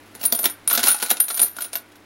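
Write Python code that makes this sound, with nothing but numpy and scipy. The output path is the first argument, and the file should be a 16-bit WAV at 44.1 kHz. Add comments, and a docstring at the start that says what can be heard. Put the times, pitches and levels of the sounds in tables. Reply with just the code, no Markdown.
"""In a small workshop with a faint hum, a hand rummages through a plastic tub of empty brass cartridge
cases and lifts a few out, close to the microphone. Each collision clacks, sets a case's thin wall ringing
in three high modes, pops the air inside it and thuds into the tub. Loose cases rattle under the fingers
as many light random contacts, hard blows knock wedged cases, and a short diffuse tail answers the brass.
Room tone, noise with a wavering hum, lies beneath and sinks in level around one second."""
import sys
import numpy as np
from scipy import signal
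from scipy.fft import rfft, irfft
from scipy.io import wavfile

SR = 44100
rng = np.random.default_rng(int(sys.argv[2]) if len(sys.argv) > 2 else 0)


def bounce(signal):
    """Save signal as a 16-bit WAV file at the path given by the first command-line argument."""
    frames = np.transpose(np.atleast_2d(signal))
    limited = np.clip(frames, -1, 1)
    pcm = np.round(limited * 32767).astype(np.int16)
    wavfile.write(sys.argv[1], SR, pcm)


N = 90405  # length in samples
T = np.arange(SR // 3) / SR  # time axis of one struck sound, s


def amp(db):
    """Decibels to gain."""
    return 10 ** (np.asarray(db) / 20)


def evened(x):
    """Scales to an rms of one."""
    return x / np.sqrt(np.mean(x ** 2) + 1e-20)


def blow(x):
    """Scales a short sound to the energy of a hundredth of a second at an rms of one."""
    return x / np.sqrt(np.sum(x ** 2) * 100 / SR + 1e-20)


def read(points, hz):
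    """Reads a table on a logarithmic frequency axis."""
    f, value = np.transpose(points)
    return np.interp(np.log(hz + 1), np.log(f + 1), value)


def envelope(points):
    """Gain over the whole scene from a table of t/s and level/dB."""
    return amp(np.interp(np.arange(N) / SR, *np.transpose(points)))


def add(mix, s, sound):
    """Mixes a sound in at a time in seconds."""
    part = mix[max(round(s * SR), 0):][:len(sound)]
    part += sound[:len(part)]


def mode(hz, t60):
    """One struck resonance, a sine that decays by 60 dB in t60 seconds."""
    decay = np.exp(-np.log(1000) * T / max(t60, .002))
    return np.sin(2 * np.pi * hz * T) * decay


def colour(x, points, size=2048):
    """Causal minimum-phase filter with the given spectrum."""
    log_gain = np.log(amp(read(points, abs(np.fft.fftfreq(size, 1 / SR)))))
    taps = np.fft.ifft(np.exp(np.conj(signal.hilbert(log_gain)))).real
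    return signal.fftconvolve(x, taps[:size // 2])[:len(x)]


# Spectrum of the room's air noise, relative: f/Hz, level/dB per Hz
AIR_NOISE_SPECTRUM = [(25, -7.5), (70, -11), (150, -9.5), (290, 3.5), (500, -4.5), (1000, -7), (2000, -8),
                      (4000, -17), (9000, -26), (16000, -29)]
# Workshop hum, rms before the level curve: f/Hz, level/dB
HUM_TONES = [(101, -57.5), (297, -54.5)]
# Level curve of the whole room tone, which sinks and partly returns: t/s, level/dB
TONE_LEVEL = [(.86, -4), (.95, -12), (1.55, -7.5), (1.85, -6.5)]
AIR_NOISE_DB = -45  # rms before the level curve


def room_tone(waver=0.19):
    """Soft shaped air noise and a faint hum of wavering strength, both following one level curve."""
    t = np.arange(N) / SR
    spectrum = rfft(rng.standard_normal(N))
    spectrum = spectrum * amp(read(AIR_NOISE_SPECTRUM, np.fft.rfftfreq(N, 1 / SR)))
    air = evened(irfft(spectrum, N))
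    hum = 0
    for hz, db in HUM_TONES:
        drift = np.interp(t, np.linspace(0, t[-1], num=12), rng.standard_normal(size=12))
        tone = np.sqrt(2) * np.sin(2 * np.pi * (hz * t + rng.random()))
        hum = hum + amp(db) * (1 + waver * drift) * tone
    return (amp(AIR_NOISE_DB) * air + hum) * envelope(TONE_LEVEL)


# Colour of a clack's contact noise, relative: f/Hz, level/dB
CLACK_COLOUR = [(100, -30.5), (400, -12.5), (800, 1.5), (1300, -2), (1900, -1.5), (2900, -2), (4100, 3),
                (4800, -2.5), (5400, -1), (7000, -3.5), (8500, -9), (11000, 0.5), (14000, -18),
                (16000, -12)]
CONTACT_DECAY_S, CHATTER_DECAY_S = 0.005, 0.008  # time to fall to 1/e
CHATTER_DB, CHATTER_PER_S = 11, 5000  # level against the contact, mean rate of rebounds
PILE_DB, PILE_T60_S = -8, .022  # damped resonances of cases wedged in the pile
PILE_LOW_HZ, PILE_HIGH_HZ = 2646, 7010


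def clack(size=4096, count=4):
    """A sharp contact, a dying chatter of tiny rebounds and a few damped resonances of the pile."""
    t = T[:size]
    contact = rng.standard_normal(size) * np.exp(-t / CONTACT_DECAY_S)
    rebounds = rng.standard_normal(size) * (rng.random(size) < CHATTER_PER_S / SR)
    chatter = rebounds * np.exp(-t / CHATTER_DECAY_S)
    touch = colour(blow(contact) + amp(CHATTER_DB) * blow(chatter), CLACK_COLOUR)
    pitches = PILE_LOW_HZ * (PILE_HIGH_HZ / PILE_LOW_HZ) ** rng.random(count)
    pile = sum(rng.choice([-1, 1]) * mode(hz, PILE_T60_S)[:size] for hz in pitches)
    return blow(blow(touch) + amp(PILE_DB) * blow(pile))


AIR_HZ, AIR_SCATTER_HZ, AIR_T60_S = 1417.4, 60, 0.037


def air_pop():
    """The air column of an open case sounds once, its pitch scattered from case to case."""
    return blow(mode(AIR_HZ + AIR_SCATTER_HZ * rng.normal(), AIR_T60_S))


# Strength of the stirring, which drives the loose rattle: t/s, level/dB
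STIRRING = [(.14, -62), (.2, -44.5), (.24, -41), (.29, -46), (.36, -47.5), (.42, -42), (0.471, -42),
            (.55, -66), (.67, -66), (.71, -27.5), (.79, -39), (.82, -39), (0.868, -21), (.93, -37),
            (1.0, -34.5), (1.06, -34), (1.12, -42), (1.19, -48), (1.26, -46.5), (1.32, -44.5), (1.44, -34),
            (1.52, -57), (1.641, -42.5), (1.71, -60), (1.759, -38), (1.83, -68.5)]
# Wall modes of the loose cases: f/Hz, scatter/Hz, level/dB, t60/s
LOOSE_MODES = [(9900, 230, -3, 0.071), (12850, 230, -6, 0.045), (15600, 130, -15, .04)]
RATTLE_PER_S, RATTLE_SPREAD_DB = 650, 5.5  # mean contact rate, scale of the random extra strength
RATTLE_CLACK_DB, RATTLE_AIR_DB = -1.5, -9


def rattle(count=24):
    """Many light contacts among loose cases, each case with its own tuning, as strong as the stirring."""
    strength = amp(RATTLE_SPREAD_DB * np.minimum(rng.exponential(1, N), 3))
    ticks = (rng.random(N) < RATTLE_PER_S / SR) * rng.choice([-1, 1], N) * strength
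    ticks = evened(ticks) * envelope(STIRRING)
    owner = rng.integers(0, count, N)  # which case each contact strikes
    out = np.zeros(N)
    for k in range(count):
        voice = amp(RATTLE_CLACK_DB) * clack()
        add(voice, 0, amp(RATTLE_AIR_DB) * air_pop())
        for hz, scatter_hz, db, t60 in LOOSE_MODES:
            add(voice, 0, amp(db) * blow(mode(hz + scatter_hz * rng.normal(), t60)))
        out += signal.oaconvolve(ticks * (owner == k), voice)[:N]
    return out * np.sqrt(100 / SR)  # undoes the energy scale of blow()


TWIN_SPREAD_HZ, TWIN_DB = 54.4, -6.5  # a slightly oval wall splits each mode in two
PING_DB, PING_T60_S, PING_SCATTER_HZ = -9.5, 0.0024, 735  # bright snap while the cases still touch
NEIGHBOUR_DB, NEIGHBOUR_SCATTER_HZ = -12, 245
NEIGHBOUR_T60_S, NEIGHBOUR_MAX_LAG_S = 0.047, 0.009


def wall(hz, t60, count=4):
    """A split wall mode, with its first snap and the damped rings of the neighbours that it jostles."""
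    twin = mode(hz + TWIN_SPREAD_HZ * rng.normal(), t60) * rng.choice([-1, 1])
    out = mode(hz, t60) + amp(TWIN_DB) * twin
    out += amp(PING_DB) * mode(hz + PING_SCATTER_HZ * rng.normal(), PING_T60_S)
    for _ in range(count):
        lag_s = NEIGHBOUR_MAX_LAG_S * rng.random()
        neighbour = mode(hz + NEIGHBOUR_SCATTER_HZ * rng.normal(), NEIGHBOUR_T60_S)
        add(out, lag_s, amp(NEIGHBOUR_DB) * neighbour)
    return out


# Modes of the loaded tub, before random detuning and weighting: f/Hz, level/dB, t60/s
TUB_MODES = [(222.3, -6.5, 0.23), (256, -11.5, 0.19), (287.6, -11, 0.24), (344, -7, 0.092), (395, -6, 0.14),
             (496, -5, 0.14), (593, -5, 0.093), (686.7, 1, 0.13), (884, -2, 0.069)]
BOOM_HZ, BOOM_T60_S = 239.8, 0.085
HEAVY_DB, BOOM_DB, BOOM_GROWTH = -23, 3, 2  # reference thud, boom above it there, boom dB per thud dB


def thud(level_db, uneven_db=3, detune=0.025):
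    """The tub's modes, weighted at random for each blow; its bottom booms under heavy blows."""
    sides = 0
    for hz, db, t60 in TUB_MODES:
        weight = rng.choice([-1, 1]) * amp(db + uneven_db * rng.normal())
        sides = sides + weight * mode(hz * (1 + detune * rng.normal()), t60)
    boom_db = HEAVY_DB + BOOM_DB + BOOM_GROWTH * (level_db - HEAVY_DB)
    return amp(level_db) * blow(sides) + amp(boom_db) * blow(mode(BOOM_HZ, BOOM_T60_S))


# Distinct collisions of case on case, levels before the trims below: t/s, first wall mode f/Hz,
# t60/s of the first two modes, first mode level/dB, second mode level/dB, third mode level/dB,
# clack level/dB, air pop level/dB, tub thud level/dB
COLLISIONS = [ (0.1509, 9850, 0.056, -33.5, -40, -60, -41, -46.5, -40.5),
              (0.2132, 9460, .08, -40, -31.5, -28, -35, -62, -36),
              (0.2304, 10200, 0.068, -44, -34, -28, -33.5, -56, -47),
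              (0.2372, 9900, 0.035, -26.5, -23, -47, -28.5, -41, -32),
              (0.2524, 9705, 0.17, -11, -25, -23, -28, -49, -40),
              (0.2593, 9900, 0.029, -34, -9, -36.5, -45, -49, -46),
              (0.3235, 10100, 0.036, -13, -9, -23, -21.5, -65, -24),
              (0.3496, 9650, 0.14, -21.5, -20.5, -30, -32, -54, -36),
              (0.3903, 9720, 0.14, -23, -15, -41, -31, -42, -31),
              (.431, 9800, 0.14, -20, -39, -40, -37.5, -40, -32),
              (0.4415, 9690, 0.081, -16, -17, -38, -24, -47, -36),
              (0.4561, 9920, 0.059, -18.5, -11.5, -19, -19, -28, -27.5),
              (0.4983, 9710, 0.12, -26.5, -29.5, -47, -38.5, -44, -65),
              (0.6758, 9650, 0.1, -11.5, -18.5, -35, -27.5, -37, -49),
              (0.6995, 9920, 0.076, -24, -18.5, -45, -26, -49, -53.5),
              (0.7128, 9670, 0.085, -33, -34, -44, -32, -22, -30),
              (0.7292, 9730, 0.17, -26, -12, -37, -33, -47, -34),
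              (0.737, 9720, 0.07, -25, -29, -30.5, -27.5, -25, -33),
              (0.7514, 9700, .10, -26, -17, -22, -22.5, -28, -46),
              (.776, 10200, .05, -40, -30, -45, -17.5, -25, -22.5),
              (0.7929, 9960, .05, -31, -21, -48.5, -24, -23.5, -38.5),
              (.802, 9830, 0.034, -20, -33.5, -34, -28, -47.5, -57),
              (0.8317, 9700, .07, -17.5, -25, -24, -21.5, -34, -29),
              (0.8387, 9940, 0.088, -19.5, -21, -37.5, -19.5, -33, -32),
              (0.8608, 10040, .07, -15.5, -22, -27.5, -25.5, -37.5, -43.5),
              (0.8733, 9900, 0.04, -17, -20.5, -34.5, -24.5, -32, -28.5),
              (0.883, 9620, 0.039, -3.5, -10.5, -19, -35, -42.5, -49),
              (0.9018, 9665, 0.23, -14, -19.5, -33.5, -29, -36, -42.5),
              (0.9155, 9700, 0.069, -28, -20.5, -28, -27, -28, -41),
              (0.9448, 9650, 0.097, -40, -46, -47, -31, -29.5, -43.5),
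              (1.0255, 9740, 0.077, -16.5, -16.5, -24.5, -21, -25.5, -28.5),
              (1.095, 9700, 0.13, -33, -19, -46, -34.5, -55, -54),
              (1.1038, 9900, 0.12, -13.5, -27, -39, -19.5, -40, -29),
              (1.112, 10030, 0.059, -21, -11, -30, -20.5, -28, -30),
              (1.1694, 10380, 0.11, -35, -47, -53, -32.5, -38, -41.5),
              (1.202, 9625, 0.13, -10.5, -13, -46, -26, -34, -37),
              (1.24, 9940, 0.12, -24.5, -27, -45, -44, -59, -67),
              (1.283, 9540, 0.35, -30.5, -28.5, -43, -31, -54, -44),
              (1.3026, 9620, 0.062, -35, -39.5, -40, -31.5, -29.5, -35),
              (1.3064, 9680, 0.37, -29.5, -38.5, -44, -28.5, -46, -37.5),
              (1.344, 9700, 0.19, -25.5, -23, -42, -35.5, -47, -55),
              (1.3736, 9600, 0.13, -22, -20, -26, -29.5, -50, -40),
              (1.3946, 9700, 0.091, -10.5, -20, -41, -23.5, -37, -31),
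              (1.4163, 9736, 0.16, -11, -15, -42, -31, -36.5, -31),
              (1.4311, 9740, 0.091, -18.5, -11.5, -41, -28.5, -41, -37),
              (1.4562, 9690, .25, -35, -26.5, -52.5, -50.5, -59, -65),
              (1.566, 9800, 0.15, -33, -40, -51, -41, -41, -43.5),
              (1.586, 9920, 0.15, -45, -33.5, -53, -37, -26, -43),
              (1.6072, 9740, 0.14, -38, -28.5, -48, -35.5, -46, -39),
              (1.6206, 9810, 0.15, -23.5, -29, -49, -33.5, -43, -48),
              (1.645, 9620, 0.084, -23, -45.5, -35, -35, -48.5, -43),
              (1.7316, 9630, 0.11, -28.5, -30, -54, -31, -55, -41.5),
              (1.7545, 9900, 0.1, -29, -19, -49.5, -27.5, -38, -36.5),
              (1.9186, 10020, .05, -65, -68.5, -66.5, -53.5, -63.5, -72),
              (1.9558, 9540, 0.035, -59, -46, -61, -52.5, -55, -53)]
RING_TRIM_DB, CLACK_TRIM_DB, POP_TRIM_DB, THUD_TRIM_DB = 0.5, -0.5, -4, -3.5
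SECOND_HZ, SECOND_SCATTER_HZ = 12980, 60.4
THIRD_HZ, THIRD_SCATTER_HZ, THIRD_T60_S = 15620, 110, 0.081
GRAZE_DB, GRAZE_MAX_LEAD_S = -17, 0.0064  # cases brush just before they strike


def clinks():
    """Each collision rings the wall in three modes, clacks, pops and thuds, led by a light graze."""
    out = np.zeros(N)
    for s, hz, t60, first_db, second_db, third_db, clack_db, pop_db, thud_db in COLLISIONS:
        ring = amp(first_db) * wall(hz, t60)
        ring += amp(second_db) * wall(SECOND_HZ + SECOND_SCATTER_HZ * rng.normal(), t60)
        ring += amp(third_db) * wall(THIRD_HZ + THIRD_SCATTER_HZ * rng.normal(), THIRD_T60_S)
        strike = amp(RING_TRIM_DB) * ring
        add(strike, 0, amp(CLACK_TRIM_DB + clack_db) * clack())
        add(out, s, strike)
        add(out, s - GRAZE_MAX_LEAD_S * rng.random(), amp(GRAZE_DB) * strike)
        add(out, s, amp(POP_TRIM_DB + pop_db) * air_pop())
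        add(out, s, thud(THUD_TRIM_DB + thud_db))
    return out


# Hard blows into the pile: t/s, lower knock f/Hz, upper knock f/Hz, knock level/dB,
# tub panel f/Hz, panel level/dB
HARD_BLOWS = [ (0.3237, 3560, 4610, -25, 229, -34), (0.4564, 3610, 5436, -22.5, 390, -32.5),
              (0.8386, 4160, 4520, -23.5, 244, -34), (0.875, 2750, 4190, -25.5, 830, -33),
              (0.9452, 2600, 4000, -37.5, 833, -34.5), (1.104, 3300, 4230, -31, 698, -33.5),
              (1.112, 3970, 4170, -25.5, 770, -30.5)]
WEDGED_T60_S, PANEL_T60_S = 0.027, 0.065


def knocks():
    """Cases driven into the pile ring briefly, wedged between neighbours, and sound one tub panel."""
    out = np.zeros(N)
    for s, low_hz, high_hz, knock_db, panel_hz, panel_db in HARD_BLOWS:
        wedged = mode(low_hz, WEDGED_T60_S) + mode(high_hz, WEDGED_T60_S)
        add(out, s, amp(knock_db) * blow(wedged))
        add(out, s, amp(panel_db) * blow(mode(panel_hz, PANEL_T60_S)))
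    return out


# Workshop reverberation: f/Hz, t60/s
ROOM_DECAY = [(200, 0.051), (1400, 0.34), (4000, 0.16), (10000, 0.17), (16000, 0.058)]
ROOM_DB = -13


def workshop(x):
    """A short diffuse tail, each band dying at its own speed."""
    taps = rng.standard_normal(len(T)) * (T > .004)  # silent for the first 4 ms
    hz, t, bands = signal.stft(taps, SR, nperseg=256)
    decay = np.exp(-np.log(1000) * t / read(ROOM_DECAY, hz)[:, None])
    tail = signal.istft(bands * decay, SR, nperseg=256)[1]
    return signal.fftconvolve(x, tail / np.linalg.norm(tail))[:N]


BASS_EDGE_HZ = 240  # the small tub radiates little below this


def scene():
    """Brass in the tub, its reverberation and the room tone."""
    tone = room_tone()
    bass_cut = signal.butter(4, BASS_EDGE_HZ, "highpass", fs=SR, output="sos")
    brass = signal.sosfilt(bass_cut, rattle() + clinks() + knocks())
    return (brass + amp(ROOM_DB) * workshop(brass) + tone)[None]


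EDGE_HZ = 16150  # upper band limit


def record(dry):
    """Full-scale limit, then the band limit as a linear-phase low-pass."""
    low_pass = signal.firwin(255, EDGE_HZ, window=("kaiser", 9), fs=SR)
    return signal.oaconvolve(np.clip(dry, -1, 1), low_pass[None], "same")


dry = scene()
out = record(dry)
bounce(out)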